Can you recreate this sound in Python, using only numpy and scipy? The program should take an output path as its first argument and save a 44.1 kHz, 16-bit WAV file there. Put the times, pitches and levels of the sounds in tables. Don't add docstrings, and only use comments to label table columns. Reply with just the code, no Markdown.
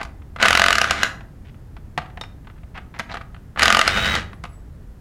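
import sys
import numpy as np
from scipy import signal
from scipy.fft import rfft, irfft, next_fast_len
from scipy.io import wavfile
from scipy.ndimage import uniform_filter1d, minimum_filter1d

SR = 44100
rng = np.random.default_rng(int(sys.argv[2]) if len(sys.argv) > 2 else 0)


def transcribe(u):
    v = np.clip(np.atleast_2d(u).T, -1, 1)
    q = np.round(v * 32767).astype(np.int16)
    wavfile.write(sys.argv[1], SR, q)


N = 220639
TIME = np.arange(N) / SR


def from_db(db):
    return 10 ** (np.asarray(db) / 20)


def rms_one(x):
    return x / np.sqrt(np.mean(x ** 2) + 1e-20)


def at_hz(points, hz):
    table = np.array(points)
    return np.interp(np.log(np.maximum(hz, 1)), np.log(table[:, 0]), table[:, 1])


def colour(x, spectrum):
    size = 2 * next_fast_len(x.shape[-1])
    hz = np.arange(size // 2 + 1) * SR / size
    cepstrum = irfft(np.log(from_db(at_hz(spectrum, hz))))
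    cepstrum[1:size // 2] *= 2
    cepstrum[size // 2 + 1:] = 0
    response = np.exp(rfft(cepstrum))
    return irfft(rfft(x, size) * response)[..., :x.shape[-1]]


def resonance(x, hz, width_hz):
    r = np.exp(-np.pi * width_hz / SR)
    feedback = [1, -2 * r * np.cos(2 * np.pi * hz / SR), r * r]
    return (1 - r * r) / 2 * signal.lfilter([1, 0, -1], feedback, x + 1e-18)


def body(force, modes):
    return force + sum(from_db(level_db) * resonance(force, hz, width_hz) for hz, width_hz, level_db in modes)


def add(out, s, sound):
    at = max(round(s * SR), 0)
    out[at:at + len(sound)] += sound[:N - at]


def gate(start, end, fade_s):
    return np.interp(TIME, [start - fade_s, start, end, end + fade_s], [0, 1, 1, 0])


def since(s):
    return np.maximum(TIME - s, 0)


def held(start, end, attack_s, release_s):
    return np.minimum(since(start) / attack_s, 1) * np.exp(-(since(end) / release_s) ** 2)


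def wander(size):
    return rms_one(uniform_filter1d(rng.standard_normal(N), size=size))


def turning(hz, waver):
    return 2 * np.pi * np.cumsum(hz * (1 + waver * wander(size=200))) / SR


def grains(per_s, spread_db):
    strength_db = spread_db * np.minimum(rng.exponential(1, N), 4)
    sizes = from_db(strength_db) * rng.choice([-1, 1], N)
    return sizes * (rng.random(N) < per_s / SR)


def bursts(spectrum, decay_s, count, snap=0.57, size=2048):
    fade = np.exp(-np.arange(size) / SR / decay_s)
    dying = rng.standard_normal((count, size)) * fade
    dying[:, 0] = snap * np.linalg.norm(dying, axis=1)
    rows = colour(dying, spectrum)
    return rows / np.sqrt(np.sum(rows ** 2, axis=1, keepdims=True) / (SR * decay_s))


# pitch_hz [Hz], relative level_db [dB]
CRACK_SPECTRUM = [(1500, -21.5), (3000, -11), (4500, 7.5), (6000, 2.5), (8000, -3), (11000, -8),
                  (13500, -18.5), (16000, -30)]


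def strikes(rows, thud_spectrum, thud_s, thud_db, crack_s, crack_db, delay_s):
    out = np.zeros(N)
    thuds = bursts(thud_spectrum, thud_s, count=len(rows))
    cracks = bursts(CRACK_SPECTRUM, crack_s, count=len(rows))
    for (s, level_db, treble_db, *_), thud, crack in zip(rows, thuds, cracks):
        contact = from_db(thud_db) * thud + from_db(treble_db + crack_db) * crack
        add(out, s + delay_s, from_db(level_db) * contact)
    return out


# pitch_hz [Hz], relative level_db [dB]
RUMBLE_SPECTRUM = [(12, -33), (20, -1.5), (65, 2), (104, -2.5), (193, -10.5), (319, -18.5), (698, -29.5),
                   (923, -31), (1150, -34), (1810, -35.5), (2390, -43), (2600, -43.5), (3840, -47),
                   (14700, -52.5), (16000, -55.5)]


def room_rumble(level_db=-39):
    return from_db(level_db) * rms_one(colour(rng.standard_normal(N), RUMBLE_SPECTRUM))


# pitch_hz [Hz], time to fall by 60 dB t60_s [s]
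ROOM_DECAY = [(150, 1), (700, 0.53), (2000, 0.33), (5500, 0.29), (14000, 0.31)]


def workshop(x, build_s=0.009, size=26000):
    t, tail = np.arange(size) / SR, 0
    edges = np.geomspace(60, 17000, 9)
    for low, high in zip(edges, edges[1:]):
        band_filter = signal.butter(2, [low, high], "band", fs=SR, output="sos")
        band = signal.sosfilt(band_filter, rng.standard_normal(size))
        t60_s = at_hz(ROOM_DECAY, np.sqrt(low * high))
        tail = tail + band * from_db(-60 * t / t60_s)
    tail = tail * (1 - np.exp(-t / build_s))
    return signal.fftconvolve(x, tail / np.linalg.norm(tail))[:N]


# start_s [s], level_db [dB], pitch_hz around which it rings most [Hz]
SPANNER_CLINKS = [(2.212, -40.5, 4140), (4.335, -53, 10800), (4.453, -59, 10800), (4.495, -52, 10010),
                  (4.53, -50, 8480)]
# pitch_hz [Hz], level_db against the clink [dB], time to fall by 60 dB t60_s [s]
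SPANNER_MODES = [(3052, -6, .15), (3600, -14, 0.34), (3690, 18.5, 0.038), (3920, -5, 0.1),
                 (5330, -0.5, 0.18), (5380, 4, 0.11), (7865, -8, 0.34), (10230, -17, 0.23),
                 (10440, -11, 0.17)]


def spanner(octave_db=55, size=22050):
    out, t = np.zeros(N), np.arange(size) / SR
    for s, level_db, centre_hz in SPANNER_CLINKS:
        for hz, mode_db, t60 in SPANNER_MODES:
            height_db = level_db + mode_db - octave_db * np.log2(hz / centre_hz) ** 2
            add(out, s, from_db(height_db - 60 * t / t60) * np.sin(2 * np.pi * hz * t))
    return out


# start_s [s], end_s [s], level_db [dB], brightest pitch_hz [Hz]
SCRAPE_TIMES = [(0.0, 0.01, -33.5, 1508), (1.457, 1.498, -54.5, 2470), (2.754, 2.776, -40.5, 1780),
                (2.953, 2.978, -42.5, 1790), (3.098, 3.16, -39.5, 1700), (3.121, 3.133, -37.5, 3694)]
# pitch_hz [Hz], relative level_db [dB]
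SLIDING_SPECTRUM = [(150, -23), (700, 6.5), (1500, 0), (3500, -8.5), (6000, -14.5), (12000, -34.5)]


def scrapes(width_hz=1500):
    slips = colour(grains(per_s=860, spread_db=1), SLIDING_SPECTRUM)
    out = np.zeros(N)
    for start, end, level_db, hz in SCRAPE_TIMES:
        scrape = rms_one(resonance(slips, hz, width_hz))
        out += from_db(level_db) * gate(start, end, fade_s=0.013) * scrape
    return out


REBOUND_DB, REBOUND_TREBLE_DB = -4, -5.5
CHATTER_S, CHATTER_DB, CHATTER_LOSS_DB = 0.041, -18, 4
FUMBLE_FROM_S, FUMBLE_TO_S, FUMBLE_DB = 2.4, 2.6, -44.5
LIGHT_TREBLE_DB, LIGHT_PLASTIC_DB = -24, -10.5
# [s, 0 for none]
TOOL_KNOCKS = [(0.013, -11, -27, -13.5, 0), (0.03, -18.5, -9, -12.5, 0.02),
               (0.219, -36.5, -45, -20, 0.0013), (0.361, -17, -23.5, -22.5, 0.025),
               (0.399, -11, -30, -18.5, 0), (1.207, -29, -21, -25, 0.002), (1.544, -40, -31, -15, 0),
               (1.766, -28.5, -22.5, -23.5, 0), (1.977, -8.5, -18, 4.5, 0.007), (2.174, -23.5, -33, 5, 0),
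               (2.212, -18, -12.5, -12, 0.024), (2.471, -28, -34, -15.5, 0.028),
               (2.633, -36.5, -34, -13, 0), (2.752, -26, -42, -23, 0.0011),
               (2.777, -19.5, -24, -2.5, 0.0069), (2.94, -27.5, -39.5, -14, 0.0028),
               (2.989, -24.5, -3.5, -22, 0), (2.995, -8.5, -16.5, -13.5, 0.0052),
               (3.097, -24.5, -29, -6, 0.0022), (3.142, -14, -20.5, -16.5, 0.011),
               (3.17, -16, -22, -16, 0.00072), (3.211, -20, -25.5, -25, 0.00085),
               (3.345, -29, -26, -20, 0.019), (3.56, -19, -31, -16.5, 0.00029), (3.574, -11.5, -28, -13, 0),
               (4.331, -24.5, -25, -29, 0.002), (4.438, -16.5, -17, -7, 0.014)]


def contacts(count=8):
    rows = []
    for s in rng.uniform(FUMBLE_FROM_S, FUMBLE_TO_S, count):
        rows.append((s, FUMBLE_DB + 2 * rng.standard_normal(), LIGHT_TREBLE_DB, LIGHT_PLASTIC_DB))
    for s, level_db, treble_db, plastic_db, rebound_s in TOOL_KNOCKS:
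        rows.append((s, level_db, treble_db, plastic_db))
        if rebound_s > .003:
            rows.append((s + rebound_s, level_db + REBOUND_DB,
                         treble_db + REBOUND_TREBLE_DB, LIGHT_PLASTIC_DB))
        for k in range(1, 4):
            chatter_db = level_db + plastic_db + CHATTER_DB - k * CHATTER_LOSS_DB
            rows.append((s + k * CHATTER_S, chatter_db, LIGHT_TREBLE_DB, LIGHT_PLASTIC_DB))
    return rows


# pitch_hz [Hz], relative level_db [dB]
KNOCK_SPECTRUM = [(80, -15.5), (170, -3.5), (350, -11), (750, -4.5), (1200, 3.5), (1900, -3.5),
                  (2800, -5.5), (4000, -15), (8000, -53.5)]


def knocks(touches):
    return strikes(touches, KNOCK_SPECTRUM, thud_s=0.0056, thud_db=-13.0,
                   crack_s=0.0052, crack_db=-10, delay_s=0.00083)


# pitch_hz [Hz], width_hz [Hz], level_db [dB]
FLANGE_MODES = [(155, 19, 7.5), (293, 57, -3.5), (708, 14, 8), (738, 28, 14), (855, 38, 4), (1850, 110, 5),
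                (1760, 80, 4.5), (2546, 100, -10.5)]


def thunks(touches, push_db=21, contact_s=.0001):
    force, push = np.zeros(N), np.exp(-np.arange(128) / SR / contact_s)
    for s, level_db, _, plastic_db in touches:
        add(force, s, from_db(level_db + plastic_db + push_db) * push / push.sum())
    return body(force, FLANGE_MODES) - force


# pitch_hz [Hz], width_hz [Hz], level_db [dB]
HOUSING_MODES = [(175, 6, -5), (215, 29, 2.5), (510, 79, 0.5), (671, 31, 7), (792, 63, -3),
                 (1625, 450, -17), (2005, 110, -4)]


def housing(force):
    return body(force, HOUSING_MODES)


SNAG_S, SNAG_SLOWING, SNAG_RATTLE_DB = 0.017, 0.03, 4.5
# start_s [s], level_db [dB], share of treble treble_db [dB], share of socket clang clang_db [dB]
SNAG_BLOWS = [(0.435, -5.5, -30, -10.5), (0.452, -3, -26, -11), (0.753, -6, -12, -2.5),
              (0.782, -7, -9.5, 1.5), (0.814, -1.5, -14, -3), (0.841, -6, -18, -9), (0.908, -4, -11.5, -20),
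              (1.031, -1.5, -12.5, -2), (3.62, -3.5, -19, -14.5), (3.631, -3.5, -5.5, -8.5),
              (3.876, 0, -11, -14.5), (3.972, -17.5, -15, -18), (4.057, -16, -11, -14),
              (4.152, -10.5, -13, -3)]


def drag(lag_s=.009):
    bumps = sum(np.exp(-((TIME - s - lag_s) / SNAG_S) ** 2) for s, *_ in SNAG_BLOWS)
    return np.minimum(bumps, 1)


LOADED_DB, SURGE_DB, SURGE_S, ATTACK_S, RELEASE_S = -28, 10, 0.14, 0.04, 0.058
# pitch_hz [Hz], relative level_db [dB]
GEAR_SPECTRUM = [(40, -5), (70, 8.5), (130, -4.5), (230, -4.5), (360, -6.5), (700, -8), (950, -4.5),
                 (1400, 6), (2000, 0.5), (3000, -2), (5000, -12.5), (7500, -20), (11000, -32.5),
                 (16000, -54.5)]
# pressed_s [s], nut free_s [s], let_go_s [s],
# rattle while spinning rattle_db [dB], whine_db [dB]
TRIGGER_PULLS = [(0.392, 0.87, 1.025, -28.5, -50), (3.578, 3.85, 4.145, -24.5, -31.5)]


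def gear_rattle(wobble=0.41, wobble_hz=95):
    drive, snag_db = 0, SNAG_RATTLE_DB * drag()
    for pressed, free, let_go, spinning_db, _ in TRIGGER_PULLS:
        loaded_db = LOADED_DB + SURGE_DB * np.exp(-(since(pressed) / SURGE_S) ** 2)
        level_db = np.where(TIME < free, loaded_db, spinning_db + snag_db)
        drive = drive + held(pressed, let_go, ATTACK_S, RELEASE_S) * from_db(level_db)
    throb = 1 + wobble * np.sin(turning(wobble_hz, waver=0.068))
    chatter = colour(throb * grains(per_s=6000, spread_db=3.0), GEAR_SPECTRUM)
    return drive * rms_one(chatter)


MOTOR_HZ, SPIN_UP_SHARE = 384.5, 0.11
SPIN_UP_S, COAST_S = 0.07, 0.16
# multiple of the motor speed [times], level_db [dB]
MESH_TONES = [(4, -6.5), (5, -8), (8, -1.5), (10, 2.5), (16, -16.5)]
# pitch_hz [Hz], relative level_db [dB]
SHAKE_SPECTRUM = [(20, -12), (45, 1), (70, 5.5), (120, -5.5), (220, -7), (400, -37.5)]


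def free_spin(flutter_db=1.0, whine_db=1.0, shake_db=2, swell_s=.13, fade_s=0.011):
    out = 0
    shake = from_db(shake_db) * rms_one(colour(rng.standard_normal(N), SHAKE_SPECTRUM))
    braked = 1 - SNAG_SLOWING * drag()
    for _, free, let_go, _, level_db in TRIGGER_PULLS:
        spin_up = 1 - SPIN_UP_SHARE * np.exp(-since(free) / SPIN_UP_S)
        coast = np.exp(-since(let_go) / COAST_S)
        angle = turning(MOTOR_HZ * braked * spin_up * coast, waver=0.002)
        tones = np.zeros(N)
        for multiple, tone_db in MESH_TONES:
            tone_level = from_db(whine_db + tone_db + flutter_db * wander(size=500))
            tones += tone_level * np.sin(round(multiple) * angle)
        out = out + from_db(level_db) * held(free, let_go, swell_s, fade_s) * (tones + shake)
    return out


HAMMER_PER_S, RUN_UP_BLOWS = 45.45, 1.1
BLOW_DB, EASING_DB_PER_S, BLOW_TREBLE_DB = 0, 7, -16
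LOOSE_CLANG_HZ = 1680
# first blow start_s [s], end_s [s],
# time lost getting up to speed lost_s [s], first blow against the rest first_db [dB],
# share of socket clang clang_db [dB], clang pitch_hz [Hz]
HAMMER_RUNS = [(0.4256, 0.74, 0.015, 2, -11, 1340), (3.593, 3.825, 0.0215, -6, -5, 1220)]


def hammer_blows(scatter_db=0.5, clang_scatter_db=2, count=16):
    rows = [(*snag, LOOSE_CLANG_HZ) for snag in SNAG_BLOWS]
    k = np.arange(count)
    for first, end, lost_s, first_db, clang_db, clang_hz in HAMMER_RUNS:
        times = first + k / HAMMER_PER_S + lost_s * (1 - np.exp(-k / RUN_UP_BLOWS))
        levels = BLOW_DB - EASING_DB_PER_S * (times - first) + first_db * (k == 0)
        chance = rng.standard_normal((count, 3))
        for s, level_db, (force, edge, seat) in zip(times, levels, chance):
            if s < end:
                rows.append((s, level_db + scatter_db * force, BLOW_TREBLE_DB + scatter_db * edge,
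                             clang_db + clang_scatter_db * seat, clang_hz))
    return rows


def socket_clang(blows, push_db=30, width_hz=220, size=2048):
    out, click = np.zeros(N), signal.unit_impulse(size)
    for s, level_db, _, clang_db, hz in blows:
        ring = resonance(resonance(click, hz, width_hz), hz, 4 * width_hz)
        add(out, s + 0.00086, from_db(level_db + clang_db + push_db) * ring)
    return out


# pitch_hz [Hz], relative level_db [dB]
BLOW_SPECTRUM = [(60, -12.5), (200, -16.5), (380, -15.5), (700, -7), (980, -9.5), (1250, -2.5),
                 (1700, -5.5), (2500, -4.5), (3500, -10.5), (5000, -21), (9000, -39.5)]
# pitch_hz [Hz], width_hz [Hz], level_db [dB]
TOOL_MODES = [(1234, 130, 5.5), (1535, 550, 4.5), (2900, 210, 5), (3800, 470, 1), (4970, 89, -2.5),
              (5400, 230, -11), (6740, 350, -4), (10540, 300, -3)]


def hammer(blows):
    hits = strikes(blows, BLOW_SPECTRUM, thud_s=0.0026, thud_db=-12.0,
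                   crack_s=0.0026, crack_db=-2.5, delay_s=.0012)
    return body(hits, TOOL_MODES)


def scene(wrench_wet_db=-12.5, handling_wet_db=-14.5):
    blows, touches = hammer_blows(), contacts()
    wrench = housing(hammer(blows) + socket_clang(blows) + gear_rattle()) + free_spin()
    handling = housing(knocks(touches) + scrapes()) + thunks(touches) + spanner()
    room = workshop(from_db(wrench_wet_db) * wrench + from_db(handling_wet_db) * handling)
    return (wrench + handling + room + room_rumble())[None]


def record(dry, cutoff_hz=16000):
    gain = minimum_filter1d(1 / np.maximum(np.abs(dry), 1), size=31)
    limited = dry * uniform_filter1d(gain, size=31)
    low_pass = signal.ellip(12, .1, 95, cutoff_hz, fs=SR, output="sos")
    return signal.sosfilt(low_pass, limited)


dry = scene()
out = record(dry)
transcribe(out)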